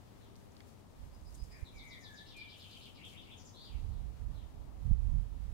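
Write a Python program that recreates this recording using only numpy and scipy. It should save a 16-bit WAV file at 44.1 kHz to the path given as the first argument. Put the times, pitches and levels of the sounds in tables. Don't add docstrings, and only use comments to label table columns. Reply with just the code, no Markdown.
import sys
import numpy as np
from scipy import signal
from scipy.fft import rfft, irfft
from scipy.io import wavfile
from scipy.ndimage import uniform_filter1d

SR = 44100
rng = np.random.default_rng(int(sys.argv[2]) if len(sys.argv) > 2 else 0)


def wav_out(sig):
    wavfile.write(sys.argv[1], SR, np.round(np.clip(np.atleast_2d(sig).T, -1, 1) * 32767).astype(np.int16))


N = 243873
TIME = np.arange(N) / SR


def undb(db):
    return 10 ** (np.asarray(db) / 20)


def unit(x):
    return x / np.sqrt(np.mean(x ** 2))


def pan(db):
    return undb(np.array([[db], [-db]]) / 2)


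def shaped(x, gain):
    hz = np.maximum(np.fft.rfftfreq(x.shape[-1], 1 / SR), 1)
    return irfft(rfft(x) * gain(hz), x.shape[-1])


def band(x, hz, width_hz):
    return shaped(x, lambda f: 1 / (1 + ((f * f - hz * hz) / (f * width_hz)) ** 2))


def coloured(points):
    hz, db = np.transpose(points)
    white = rng.standard_normal((2, N))
    return unit(shaped(white, lambda f: undb(np.interp(np.log(f), np.log(hz), db))))


def walk(rate):
    hold = max(int(SR / rate), 1)
    steps = np.repeat(rng.standard_normal(N // hold + 1), hold)
    return unit(uniform_filter1d(steps, hold))[:N]


def traffic_and_hiss():
    # frequency in Hz, relative spectral density in dB.
    traffic_spectrum = [(15, -46), (25, -2.5), (54, -10), (97, 4), (135, -6.5), (241, -6), (370, -13),
                        (395, -12), (444, -14), (950, -17.5), (1300, -24.5), (1690, -48), (2860, -120)]
    hiss_spectrum = [(300, -32), (1300, 3), (2300, 0), (3800, -2), (5500, -5), (9000, -8), (15500, -12)]
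    murmur = coloured(traffic_spectrum) * undb(-57.5 + 0.79 * walk(2.87))
    hiss = coloured(hiss_spectrum) * undb(-70 + 0.82 * walk(13))
    return pan(5.9) * murmur + pan(3.9) * hiss


def hum():
    swell = np.exp(-((TIME - .35) / 0.31) ** 2)
    drone = unit(band(rng.standard_normal((2, N)), hz=397.0, width_hz=9.9))
    return pan(5) * undb(-70) * swell * drone


def gusts():
    # start in seconds, length in seconds, level in dB.
    gust_events = [(1.008, 0.31, -46.5), (1.408, 0.065, -43.5), (1.739, 0.095, -51.5), (3.749, 0.29, -35),
                   (4.215, 0.16, -37.5), (4.557, 0.3, -43), (4.85, 0.33, -27), (5.319, 0.19, -35.5)]
    attack_s, release_s = 0.03, 0.07
    breeze_db, flutter_db = -66, 2.0
    power = undb(breeze_db) ** 2
    for start, length, db in gust_events:
        attack = np.exp(np.minimum(TIME - start, 0) / attack_s)
        release = np.exp(-np.maximum(TIME - start - length, 0) / release_s)
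        power = power + (undb(db) * attack * release) ** 2
    return 10 * np.log10(power) + flutter_db * walk(16)


def wind():
    # centre in seconds, level in dB, width in seconds.
    eddies = [(1.427, -35, 0.0039), (1.63, -29.5, 0.0028), (4.911, -17, 0.0014), (4.922, -19.5, 0.0074)]
    shelter_db = -31.5
    gust_db = gusts()
    slow = unit(band(rng.standard_normal((2, N)), hz=46.4, width_hz=46.5))
    slow = unit(slow / np.sqrt(uniform_filter1d(slow ** 2, size=2400) + 0.073))
    fast = unit(band(rng.standard_normal((2, N)), hz=102, width_hz=30))
    pressure = undb(gust_db) * (slow + fast * undb(-6 + 0.26 * gust_db))
    for centre, db, width in eddies:
        u = (TIME - centre) / width
        pressure = pressure - undb(db) * u * np.exp((1 - u * u) / 2)
    port = signal.butter(4, 190, fs=SR, output="sos")
    return signal.sosfilt(port, pressure) * undb(np.array([[shelter_db], [0]]))


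def leaves():
    # start in seconds, relative level in dB, resonance in Hz, bandwidth in Hz, T60 in seconds.
    tick_events = [(.355, -57.5, 4200, 3010, .018), (0.363, -59.5, 5960, 5030, 0.017),
                   (.399, -68, 6000, 8000, 0.036), (.519, -65, 6300, 2000, .02),
                   (.567, -53, 4270, 1100, 0.012), (.604, -55.5, 4070, 1800, .016),
                   (.604, -54.5, 2030, 900, 0.025), (1.342, -60.5, 6700, 3000, 0.075),
                   (1.349, -57, 8250, 1400, .055), (1.436, -62, 6300, 4000, 0.054),
                   (2.364, -61.5, 7500, 7940, 0.11), (3.049, -61, 6940, 7000, .045),
                   (3.074, -71, 9000, 10040, .1)]
    # centre in seconds, half length in seconds, level in dB.
    rustles = [(.41, .04, -74), (0.695, 0.022, -68), (.95, 0.4, -79.5), (1.444, 0.17, -71),
               (2.054, 0.51, -74.5), (2.617, 0.04, -69.5), (2.785, 0.12, -67.5), (3.111, 0.044, -65.5),
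               (3.397, .4, -75.5)]
    ticks = np.zeros((2, N))
    t = TIME[:4096]
    for s, db, hz, width, t60 in tick_events:
        start = int(s * SR)
        ring = unit(band(rng.standard_normal((2, len(t))), hz, width))
        attack = 1 - np.exp(-t / (0.026 * t60))
        ticks[:, start:start + len(t)] += ring * undb(db + 2.5 - 60 * t / t60) * attack
    power = sum(undb(db) ** 2 * np.exp(-((TIME - s) / half) ** 2) for s, half, db in rustles)
    cracks = rng.standard_normal((2, N)) * undb(2.24 * walk(400) + 2 * walk(35))
    rustle = np.sqrt(power) * unit(band(cracks, hz=6300, width_hz=9300))
    return pan(1.8) * (ticks + rustle)


def note(rows, buzz_hz, waver):
    s, hz, db, buzz = np.transpose(rows)
    span = np.flatnonzero((TIME >= s[0]) & (TIME < s[-1]))
    t = TIME[span]
    flutter = np.sin(2 * np.pi * buzz_hz * t + waver[span])
    pitch = np.interp(t, s, hz) * (1 + np.interp(t, s, buzz) * flutter)
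    edges = np.clip(np.minimum(t - s[0], s[-1] - t) / .004, 0, 1)
    amplitude = np.sqrt(2) * edges * undb(np.interp(t, s, db))
    out = np.zeros(N)
    out[span] = amplitude * np.sin(2 * np.pi * np.cumsum(pitch) / SR)
    return out


def garden(x, rise_s, near_t60, far_db, far_t60):
    t = TIME[:SR]
    build_up = 1 - np.exp(-t / rise_s)
    decay = undb(-60 * t / near_t60) + undb(far_db - 60 * t / far_t60)
    spectrum = rfft(rng.standard_normal((2, SR)) * build_up * decay)
    echoes = irfft(spectrum / np.sqrt(uniform_filter1d(abs(spectrum) ** 2, size=120)))
    scattered = signal.fftconvolve(x[None], echoes[:, :SR * 3 // 4], axes=1)
    arrival = int(rise_s * SR / 2)
    return scattered[:, arrival:arrival + N]


def blackbird():
    # time in seconds, pitch in Hz, level in dB, buzz as a share of the pitch.
    whistles = [
        [(1.5, 2113, -68, 0.19), (1.53, 2145, -62, 0.14), (1.58, 2050, -63.5, 0.23), (1.605, 1784, -72, 0.2),
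         (1.624, 2550, -59, 0.1)],
        [(1.725, 2383, -63, 0.02), (1.76, 2280, -62, 0.01), (1.795, 2210, -58.5, 0.06),
         (1.885, 2170, -59, 0.07), (1.96, 2106, -54.5, 0.1), (2.005, 1960, -71, 0)],
        [(2.01, 1860, -64.5, 0.03), (2.06, 1741, -61, 0), (2.135, 1687, -59.5, 0.03), (2.21, 1763, -58, 0.01)],
        [(2.333, 2450, -60.5, 0.06), (2.39, 2376, -49, 0.01), (2.425, 2321, -53.5, 0.04), (2.455, 2350, -51, 0)],
    ]
    echo_s, echo_db = 0.33, -21.5
    waver = 0.73 * walk(70)
    phrase = sum(note(rows, buzz_hz=98, waver=waver) for rows in whistles)
    reflection = undb(echo_db) * np.pad(phrase, (int(echo_s * SR), 0))[:N]
    return pan(5.0) * garden(phrase + reflection, rise_s=0.00501, near_t60=0.21, far_db=-23, far_t60=1.58)


def syllables():
    # start in seconds, level in dB, pitch factor.
    lone_calls = [(.2, -73, .98), (3.909, -76.5, 1.03), (4.34, -70.5, .98)]
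    # start in seconds, shape, repeats, period in seconds, settled level in dB, settled
    # pitch factor, the first syllable's shortfall in dB and its excess in pitch factor.
    runs = [(.988, "see", 5, .128, -62.5, 0.99, 18, -0.012), (1.647, "chip", 5, 0.13, -53.5, 0.98, 5, .025),
            (1.735, "slur", 4, .1305, -58.5, .925, 3.5, 0), (2.258, "chew", 6, .1085, -55, 0.95, 2, .11),
            (2.944, "twee", 3, .1355, -58, 0.98, -3.5, -.02), (3.371, "tsip", 2, 0.074, -58, .92, 2, -.03),
            (3.535, "flourish", 1, 0, -54.5, 0.98, 0, 0.0024)]
    sung = [(start, "call", db, factor) for start, db, factor in lone_calls]
    for start, shape, repeats, period, db, factor, softer_db, sharper in runs:
        for k, unsettled in enumerate(np.linspace(1, 0, repeats) ** 2):
            sung.append((start + k * period, shape, db - softer_db * unsettled,
                         factor + sharper * unsettled))
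    return sung


def chaffinch():
    shapes = { "see": [(0, 4910, -4, 0.04), (.018, 5090, 0.5, 0.05), (.042, 5030, -4, .006)],
              "slur": [(0, 7550, -4, .04), (.022, 6300, -9.5, 0.12), (.036, 5340, -1, 0.08),
              (.058, 4780, -4, 0)], "chip": [(0, 3780, -7, 0.02), (.011, 3974, -0.5, 0.08),
              (.022, 3680, 2.5, .07), (.036, 3532, -13, 0.12)], "chew": [(0, 2936, 2.5, 0.19),
              (.018, 4630, -2, 0.2), (.036, 3700, -2, 0.18), (.048, 3329, 2, 0.07),
              (.076, 2756, -5.5, 0.17)], "twee": [(0, 5100, -6, 0.12), (.02, 3500, -5.5, 0.3),
              (.04, 2650, -8, 0.18), (.062, 2430, -3.5, 0.14), (.082, 2930, -1, 0.11), (.1, 3550, 8, 0.07),
              (.112, 3420, -14, 0.1), (.128, 2830, 6.5, 0.2)], "tsip": [(0, 7860, 3.5, .06),
              (.016, 6720, -4, 0.12), (.038, 5700, 0.5, 0.15)], "flourish": [(0, 3650, -8, 0.06),
              (.035, 3920, -3, 0.15), (.09, 4330, -2.5, 0.13), (.125, 4120, -2.5, 0.23),
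              (.16, 3100, -11.5, 0.19), (.23, 2360, -11.5, 0.14)], "call": [(0, 4040, 0, .14),
              (.03, 3730, 1.5, 0.1), (.09, 3100, -1.5, 0.23)], }
    waver = 1.114 * walk(200)
    song = np.zeros(N)
    for start, shape, db, factor in syllables():
        rows = [(start + s, hz * factor, db + shade, buzz) for s, hz, shade, buzz in shapes[shape]]
        song += note(rows, buzz_hz=171.5, waver=waver)
    return pan(3.6) * garden(song, rise_s=.012, near_t60=0.16, far_db=-17, far_t60=0.82)


def scene():
    return chaffinch() + blackbird() + leaves() + wind() + traffic_and_hiss() + hum()


def record(dry):
    top_hz = 15750
    return signal.sosfilt(signal.ellip(10, .2, 80, top_hz, fs=SR, output="sos"), dry)


dry = scene()
out = record(dry)
wav_out(out)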